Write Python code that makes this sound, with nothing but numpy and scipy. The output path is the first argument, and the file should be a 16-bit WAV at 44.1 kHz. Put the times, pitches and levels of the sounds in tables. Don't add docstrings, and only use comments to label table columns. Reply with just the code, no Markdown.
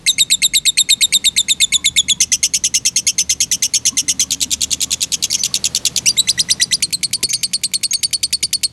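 import sys
import numpy as np
from scipy import signal
from scipy.fft import rfft, irfft, next_fast_len
from scipy.io import wavfile
from scipy.ndimage import uniform_filter1d, minimum_filter1d, map_coordinates

SR = 44100
rng = np.random.default_rng(int(sys.argv[2]) if len(sys.argv) > 2 else 0)


def dump(signal):
    limited = np.clip(np.atleast_2d(signal).T, -1, 1)
    pcm = np.round(limited * 32767).astype(np.int16)
    wavfile.write(sys.argv[1], SR, pcm)


N = 384552
TOP_HZ = 15900

# t/s, level/dB before the run's gain, top pitch f/Hz
TICKS = [(6.8236, -13, 4250), (6.9258, -15, 4150), (7.0297, -14.5, 4350), (7.1299, -15, 4480),
         (7.2285, -13.5, 4430), (7.3302, -14.5, 4440), (7.431, -14.5, 4380), (7.533, -14.5, 4365),
         (7.6342, -15.0, 4290), (7.7355, -14.0, 4290), (7.8315, -14.5, 4370), (7.9314, -14, 4420),
         (8.0299, -13, 4500), (8.1292, -14, 4440), (8.2298, -14, 4430), (8.3266, -13.5, 4415),
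         (8.4268, -14, 4530), (8.529, -13.5, 4460), (8.632, -13, 4355)]


def amp(db):
    return 10 ** (np.asarray(db) / 20)


def unit(x):
    return x / np.sqrt(np.mean(x ** 2) + 1e-20)


def along(points, hz):
    f, v = np.transpose(points)
    return np.interp(np.log(hz + 1), np.log(f), v)


def curve(rows):
    return np.interp(np.arange(N) / SR, *np.transpose(rows))


def wobble(rate, size):
    knots = rng.standard_normal(1024)
    return map_coordinates(knots, [np.arange(size) * rate / SR], mode="wrap")


def filtered(x, response):
    m = next_fast_len(N + SR // 2)
    hz = np.fft.rfftfreq(m, 1 / SR)
    return irfft(rfft(x, m) * response(hz), m)[..., :N]


def noise(spectrum):
    return unit(filtered(rng.standard_normal(N), lambda hz: amp(along(spectrum, hz))))


def envelope(x):
    return np.sqrt(np.abs(uniform_filter1d(x ** 2, size=90)))


def add(track, s, sound):
    part = track[max(round(s * SR), 0):][:len(sound)]
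    part += sound[:len(part)]


def background():
    # f/Hz, relative level/dB
    deep_spectrum = [(15, -22), (30, -1), (45, 27), (60, 12), (90, -48)]
    low_spectrum = [(47, -19), (80, -1.5), (92, -3.5), (189, 5), (222, -1), (263, -3), (382, -10.5),
                    (500, -23), (650, -38), (1100, -120)]
    wash_spectrum = [(250, -15), (450, 0.5), (750, -6), (1100, -6.5), (1500, -10), (4000, -9),
                     (11000, -17.5), (13000, -26)]
    # t/s, level/dB before gain
    rumble_level = [(0.1, -48.5), (1.92, -45.5), (2.54, -47.5), (5.29, -46.5), (6.73, -43.5), (7.56, -49),
                    (8.6, -50.5)]
    wash_level = [(0.1, -54), (0.72, -57.5), (1.09, -51.5), (2.4, -55), (5.35, -48.5), (5.66, -46),
                  (6.52, -47.5), (6.96, -55.5), (8.6, -59)]
    # f/Hz, waver/share of pitch, gain/dB, flicker/dB
    hum_lines = [(73.5, 0.0253, -1.5, 1.5), (118.4, 0.0344, 0.5, 2.5), (266.2, 0.085, -4.5, 5.5)]
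    # t/s, level/dB before gain
    hum_low = [(0.1, -60.5), (1.73, -47), (1.78, -44), (3.03, -50), (3.39, -43), (3.58, -53), (4.67, -41),
               (5.38, -49), (6.49, -48), (7.65, -61), (8.41, -43), (8.6, -51)]
    hum_middle = [(0.1, -55), (3.58, -52), (4.55, -58), (6.28, -45), (8.01, -54), (8.6, -53)]
    hum_high = [(0.1, -52), (0.26, -52), (3.37, -52), (4.15, -38), (6.99, -63.5), (7.48, -69), (8.6, -57)]
    rumble_gain_db, wash_gain_db = 3.5, 5
    waver_cycles = 4.5

    deep_db = -51 - 1.7 * np.arange(N) / SR
    deep = amp(deep_db + 1.5 * wobble(8.3, N)) * noise(deep_spectrum)
    rumble_db = curve(rumble_level) + rumble_gain_db + 1.16 * wobble(7.7, N)
    rumble = amp(rumble_db) * noise(low_spectrum)
    wash = amp(curve(wash_level) + wash_gain_db) * noise(wash_spectrum)

    hum = np.zeros(N)
    for (hz, waver, gain_db, flicker_db), level in zip(hum_lines, (hum_low, hum_middle, hum_high)):
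        line_db = curve(level) + gain_db + flicker_db * wobble(hz / waver_cycles, N)
        pitch = hz * (1 + waver * wobble(hz / waver_cycles, N))
        hum += amp(line_db) * unit(np.sin(2 * np.pi * np.cumsum(pitch) / SR))
    return deep + rumble + wash + hum


def leap(at_s, lead_db, overshoot, settle_s, release_s, flutter, flutter_from_s, calm_s,
         arch=(0, 0, 1, 0), leap_db=0, sag_per_s=0):
    height, crest_s, width_s, swell_db = arch

    def gesture(t, length, leap_s=0.00064, release_db=13):
        bow = np.maximum(1 - ((t - crest_s) / width_s) ** 2, 0)
        up = .5 + .5 * np.tanh((t - at_s) / leap_s)
        strain = np.exp(-np.maximum(t - at_s, 0) / settle_s)
        whistle = 1 + overshoot * strain - sag_per_s * (t - length + release_s)
        tension = (1 - up) * height * bow + up * whistle
        effort_db = (1 - up) * (lead_db + swell_db * bow) + up * leap_db * strain
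        effort_db -= release_db * np.maximum(1 - (length - t) / release_s, 0) ** 2
        calming = (t > flutter_from_s) * np.exp(-np.abs(t - flutter_from_s) / calm_s)
        return tension, effort_db, .004 + flutter * calming
    return gesture


def near_echoes(x, echo_db, reach=0.0037, count=6):
    out = np.pad(x, (0, SR // 50))
    for when, size in zip(rng.uniform(.05, 1, count), rng.standard_normal(count)):
        add(out, when * reach, amp(echo_db) * size * x)
    return out


def syllable(gesture, length, top_hz, rest_hz, flutter_hz, beak_hz, tilt_db, overtone_db, rough):
    # f/Hz, level/dB
    throat = [(1600, 10), (2100, 0.5), (2500, -5), (3000, 1), (3700, -5), (4400, -1.5), (5100, -5),
              (6100, 7.5), (7300, -3), (8500, -2.5), (9600, -11.5), (11200, -7.5), (12000, -12.5),
              (12800, -65), (15000, -14.5)]
    shimmer_db = 1.2
    size = int(length * SR)
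    haste, pace = np.exp(.05 * rng.standard_normal(2))
    progress = length * np.linspace(0, 1, size) ** haste
    tension, effort_db, flutter = gesture(progress, length)

    flutter_rate = pace * flutter_hz * (1 + 0.1333 * wobble(151.0, size))
    swing = np.sin(2 * np.pi * np.cumsum(flutter_rate) / SR) * flutter
    low_hz = rest_hz * (1 + .02 * rng.standard_normal())
    pitch = (low_hz + (top_hz - low_hz) * tension) * (1 + swing)
    roughness = rough * np.sqrt(np.abs(flutter)) * wobble(2493, size)
    pitch = np.maximum(pitch * (1 + roughness), 500)

    k = np.arange(1, 8)[:, None]
    harmonic_hz = k * pitch
    beak_db = 6 / (1 + ((harmonic_hz - beak_hz) / 900) ** 2)
    beak_db -= 6 / (1 + ((harmonic_hz - 1.78 * beak_hz) / 600) ** 2)
    source_db = tilt_db * np.log2(k) + overtone_db * (k > 1)
    strength = amp(along(throat, harmonic_hz) + beak_db + source_db) * (harmonic_hz < TOP_HZ)
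    strength = strength / np.linalg.norm(strength, axis=0)
    tone = (strength * np.sin(2 * np.pi * k * np.cumsum(pitch) / SR)).sum(0)

    to_end = np.minimum(np.arange(size), np.arange(size)[::-1])
    edge = np.clip(to_end / (0.00098 * SR), 0, 1)
    throb_db = 20 * swing
    loudness = amp(effort_db + throb_db + shimmer_db * wobble(293, size))
    note = near_echoes(tone * edge * loudness, echo_db=-14)
    return note / np.sqrt(np.sum(note ** 2) / size)


def phrase(rows, gesture, rest_hz, flutter_hz, beak_hz, tilt_db, rough, hiss_db, overtone_db=0, gain_db=0):
    # f/Hz, relative level/dB
    hiss_spectrum = [(300, -53), (1500, -78), (2400, 24), (6000, 26.5), (11500, -15), (12800, -30),
                     (16000, -34)]
    out = np.zeros(N)
    for s, length, top_hz, db in rows:
        note = syllable(gesture, length, top_hz, rest_hz, flutter_hz, beak_hz, tilt_db, overtone_db, rough)
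        add(out, s, amp(db + gain_db) * note)
    return out + amp(hiss_db) * envelope(out) * noise(hiss_spectrum)


def series(rows, length_s, growth_per_s, top_hz, drift_hz_per_s=0, drift_from_s=0):
    notes = []
    for s, db in rows:
        length = length_s * np.exp(growth_per_s * (s - rows[0][0]))
        hz = top_hz + drift_hz_per_s * max(s - drift_from_s, 0)
        notes.append((s, length, hz, db))
    return notes


def lovebird():
    # t/s, level/dB before the run's gain
    chip_rows = [(0.0635, -9.5), (0.1818, -9), (0.301, -9.5), (0.419, -9.5), (0.5361, -10), (0.6529, -9.5),
                 (0.772, -8.5), (0.8887, -8), (1.0084, -9), (1.1241, -9), (1.2418, -9.5), (1.3639, -10),
                 (1.4838, -10.5), (1.6018, -9), (1.7216, -10), (1.8432, -10.5), (1.9618, -8.5),
                 (2.0832, -10.5)]
    buzz_rows = [(2.2034, -10.5), (2.3182, -11.5), (2.4292, -11.5), (2.5367, -13.5), (2.638, -13),
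                 (2.7403, -12.5), (2.8508, -12), (2.96, -13), (3.0671, -12), (3.1817, -12.5),
                 (3.2938, -13.5), (3.4031, -13), (3.5139, -14), (3.6231, -13.5), (3.7366, -12.5),
                 (3.8529, -12), (3.97, -13.5), (4.0814, -13.5), (4.1946, -13)]
    rasp_rows = [(4.3064, -16.5), (5.1199, -15.5), (5.2251, -15), (5.3275, -14.5), (5.4348, -15),
                 (5.5406, -14.5), (5.6412, -14), (5.7481, -15), (5.8517, -13.0), (5.9612, -14)]
    stutter_rows = [(4.4043, -14.5), (4.5061, -15), (4.6072, -14.5), (4.7067, -15), (4.8049, -15.0),
                    (4.9066, -15.0), (5.0071, -15)]
    squeal_rows = [(6.273, -12.5), (6.377, -13), (6.487, -12), (6.598, -12), (6.711, -13)]
    # t/s, length/s, top pitch f/Hz, level/dB
    yelps = [(6.058, .057, 4680, -11)]
    whines = [(6.167, 0.044, 3994, -10)]
    rasp_hiss_db = -12

    chips = series(chip_rows, length_s=0.053, growth_per_s=-0.045, top_hz=3657,
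                   drift_hz_per_s=-290, drift_from_s=1.045)
    chip = leap(at_s=.0146, lead_db=-5.0, overshoot=0.506, settle_s=0.00724, sag_per_s=4.04, release_s=0.009,
                flutter=0.074, flutter_from_s=.011, calm_s=0.011, arch=(0.34, 0.01304, 0.00387, 1.8))
    clear = phrase(chips, chip, rest_hz=2151.5, flutter_hz=268.4, beak_hz=8550, tilt_db=-0.5, rough=0.08,
                   hiss_db=-38, overtone_db=-7, gain_db=-1.5)

    buzzes = series(buzz_rows, length_s=0.042, growth_per_s=.06, top_hz=2829,
                    drift_hz_per_s=51, drift_from_s=2.13)
    buzz = leap(at_s=.0097, lead_db=2.5, overshoot=0.339, settle_s=0.0077, release_s=0.015,
                flutter=0.19, flutter_from_s=.0098, calm_s=0.028, leap_db=4.5)
    harsh = phrase(buzzes, buzz, rest_hz=2100, flutter_hz=258.4, beak_hz=5190, tilt_db=3.5, rough=.07,
                   hiss_db=-19)

    rasps = series(rasp_rows, length_s=0.044, growth_per_s=-0.21, top_hz=4510)
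    rasp = scrape(snap_at_s=0, rattle_at_s=0.011, rattle_tension=0.35, rattle_db=-3, flutter=0.17, calm_s=0.066)
    harsh += phrase(rasps, rasp, rest_hz=2157, flutter_hz=206.3, beak_hz=5150, tilt_db=2.0, rough=0.17,
                    hiss_db=rasp_hiss_db, gain_db=0.5)

    stutters = series(stutter_rows, length_s=0.043, growth_per_s=-0.042, top_hz=4370)
    stutter = scrape(snap_at_s=.009, rattle_at_s=.0183, rattle_tension=.42, rattle_db=-2.0,
                     flutter=0.26, calm_s=0.03, blip_db=-6)
    harsh += phrase(stutters, stutter, rest_hz=2176, flutter_hz=219.5, beak_hz=5620, tilt_db=0.5, rough=0.16,
                    hiss_db=rasp_hiss_db, gain_db=-.5)

    yelp = leap(at_s=0.033, lead_db=-2, overshoot=0.15, settle_s=.005, release_s=0.014,
                flutter=0.034, flutter_from_s=0.065, calm_s=.005, arch=(0.3, 0.027, .024, 5.6))
    clear += phrase(yelps, yelp, rest_hz=2210, flutter_hz=250, beak_hz=6200, tilt_db=-0.5, rough=.05,
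                    hiss_db=-21)

    whine = leap(at_s=.007, lead_db=-19, overshoot=-.27, settle_s=.011, release_s=.013,
                 flutter=.15, flutter_from_s=.0275, calm_s=.0055, leap_db=-12)
    clear += phrase(whines, whine, rest_hz=2130, flutter_hz=247, beak_hz=8600, tilt_db=-6.0, rough=0.057,
                    hiss_db=-29)

    squeals = series(squeal_rows, length_s=.044, growth_per_s=0.19, top_hz=4665)
    squeal = leap(at_s=.0275, lead_db=-5.5, overshoot=0.77, settle_s=0.0038, release_s=0.0051,
                  flutter=0.028, flutter_from_s=0.012, calm_s=0.0052, arch=(.8, .025, .014, 12.1), leap_db=10.5)
    clear += phrase(squeals, squeal, rest_hz=1997, flutter_hz=241, beak_hz=9460, tilt_db=-5.5, rough=.14,
                    hiss_db=-23.5)

    tick_s = .034
    ticks = [(s, tick_s, hz, db) for s, db, hz in TICKS]
    tick = leap(at_s=.0082, lead_db=-0.5, overshoot=0.25, settle_s=0.0044, sag_per_s=3.7, release_s=0.0128,
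                flutter=0.092, flutter_from_s=.002, calm_s=0.013, arch=(0.65, 0.0048, 0.002884, 2), leap_db=1)
    clear += phrase(ticks, tick, rest_hz=2267, flutter_hz=253, beak_hz=10600, tilt_db=-1.0, rough=.13,
                    hiss_db=-31, gain_db=-.5)
    return clear, harsh


def room(x, decay):
    hz, t, z = signal.stft(rng.standard_normal(SR // 2), SR, nperseg=256)
    decay_db = -60 * t / along(decay, hz)[:, None]
    tail = signal.istft(z * amp(decay_db), SR, nperseg=256)[1]
    delayed = np.pad(x, (200, 0))
    return signal.fftconvolve(delayed, tail / np.linalg.norm(tail))[:N]


def far_bird():
    # t/s, length/s, top pitch f/Hz, level/dB
    far_calls = [(.066, 0.081, 6260, -32.5), (5.301, 0.023, 5710, -19), (5.381, 0.039, 6120, -23),
                 (7.289, 0.03, 6410, -19)]
    far_pips = [(7.909, .016, 6510, -16.5)]
    peep = leap(at_s=0.013, lead_db=-7, overshoot=-0.083, settle_s=0.0052, release_s=0.003,
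                flutter=0.07, flutter_from_s=0.0038, calm_s=0.014)
    pip = leap(at_s=0, lead_db=-23, overshoot=0.017, settle_s=0.0028, release_s=0.0051,
               flutter=.004, flutter_from_s=0, calm_s=.01)
    peeps = phrase(far_calls, peep, rest_hz=2167, flutter_hz=250, beak_hz=5760, tilt_db=1.0, rough=0.087,
                   hiss_db=-34)
    pips = phrase(far_pips, pip, rest_hz=2170, flutter_hz=250, beak_hz=6600, tilt_db=3, rough=.03,
                  hiss_db=-36)
    return peeps + pips


def knocks():
    # t/s, level/dB, dullness corner f/Hz
    contacts = [(0.448, -53.5, 2500), (7.233, -40.5, 497), (8.432, -44, 327)]
    # f/Hz, level/dB, t60/s
    stand_modes = [(89.5, 11.5, 0.1), (146, 12, 0.14), (257, 16, 0.058), (378, 18.5, 0.056),
                   (455, 16.5, 0.059), (625, 17.5, 0.024), (864, 19, 0.031), (1290, 22, 0.026)]
    out, t = np.zeros(N), np.arange(SR // 4) / SR
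    for s, db, corner_hz in contacts:
        ring = np.zeros(len(t))
        for hz, level, t60 in stand_modes:
            decay = amp(level + rng.normal(0, 1.0) - 60 * t / t60)
            mode = decay * np.sin(2 * np.pi * hz * t + rng.uniform(0, 2 * np.pi))
            ring += mode / np.hypot(1, (hz / corner_hz) ** 2)
        soft_onset = 1 - np.exp(-t / 0.00068)
        add(out, s, amp(db) * ring * soft_onset)
    return out


def hoots():
    # t/s, length/s, pitch f/Hz, level/dB
    calls = [(1.661, 0.23, 1045, -48.5), (2.04, 0.25, 967, -56), (3.867, 0.12, 1066, -45.5),
             (4.222, 0.073, 1090, -50), (4.852, 0.096, 1125, -45), (5.443, 0.12, 1123, -49),
             (7.143, 0.13, 990, -49)]
    out = np.zeros(N)
    for s, length, hz, db in calls:
        t = np.arange(int(length * SR)) / SR
        blur = wobble(125, len(t)) + 1j * wobble(109, len(t))
        band = unit(np.real(blur * np.exp(2j * np.pi * hz * t)))
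        add(out, s, amp(db) * np.hanning(len(t)) * band)
    return out


def scrape(snap_at_s, rattle_at_s, rattle_tension, rattle_db, flutter, calm_s, blip_db=-10):
    snap_s, rattle_fade_db = .006, 10

    def gesture(t, length, blip_s=.0028, gap_db=-19, kick=.18, kick_s=.004, snap_flutter=.04):
        fall = np.clip((t - snap_at_s) / snap_s, 0, 1)
        since = np.maximum(t - rattle_at_s, 0)
        lumps_db = 3 * wobble(287, len(t))
        fade_db = rattle_fade_db * (since / (length - rattle_at_s)) ** 2
        parts = [t >= rattle_at_s, t >= snap_at_s, t < blip_s]
        rattle = rattle_tension + kick * np.exp(-since / kick_s)
        tension = np.select(parts, [rattle, 1 - fall ** 2, .5], .5)
        efforts_db = [rattle_db + lumps_db - fade_db, gap_db * fall ** 4, blip_db]
        effort_db = np.select(parts, efforts_db, 2 * gap_db)
        effort_db = uniform_filter1d(effort_db, size=32)
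        depth = np.where(parts[0], flutter * np.exp(-since / calm_s), snap_flutter)
        return tension, effort_db, depth
    return gesture


def beak_clicks(lead=0.019, ring_hz=2250, t60=0.012, db=-36):
    out, t = np.zeros(N), np.arange(SR // 40) / SR
    for s, *_ in TICKS:
        decay = amp(db + rng.normal(0, 3.7) - 60 * t / t60)
        click = np.sin(2 * np.pi * ring_hz * t) + 0.83 * rng.standard_normal(len(t))
        add(out, s - lead, decay * click)
    return out


def scene():
    # f/Hz, t60/s
    cage_decay = [(2000, 0.11), (7000, 0.12), (12000, 0.057)]
    yard_decay = [(200, 0.073), (3000, 0.87), (7000, 0.35), (12000, 0.085)]
    # f/Hz, relative level/dB
    side_spectrum = [(6500, -50), (8500, -49), (11500, 36), (12600, -14)]
    clear, harsh = lovebird()
    near, far = clear + harsh, far_bird()
    echoes = room(amp(-22.5) * (near + far), cage_decay)
    echoes += room(amp(-34.5) * near + amp(-11) * far, yard_decay)
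    mono = near + far + echoes + beak_clicks() + knocks() + hoots() + background()
    side = amp(-22) * envelope(harsh) * noise(side_spectrum)
    return np.array([mono + side, mono - side])


def record(dry):
    ceiling = .85
    need = np.minimum(1, ceiling / (np.abs(dry).max(0) + 1e-9))
    gain = uniform_filter1d(minimum_filter1d(need, size=40), size=40)
    treble = [(12000, 0.5), (12900, -16), (15500, -17)]  # f/Hz, level/dB
    return filtered(dry * gain, lambda hz: amp(along(treble, hz)) * (hz < TOP_HZ))


dry = scene()
out = record(dry)
dump(out)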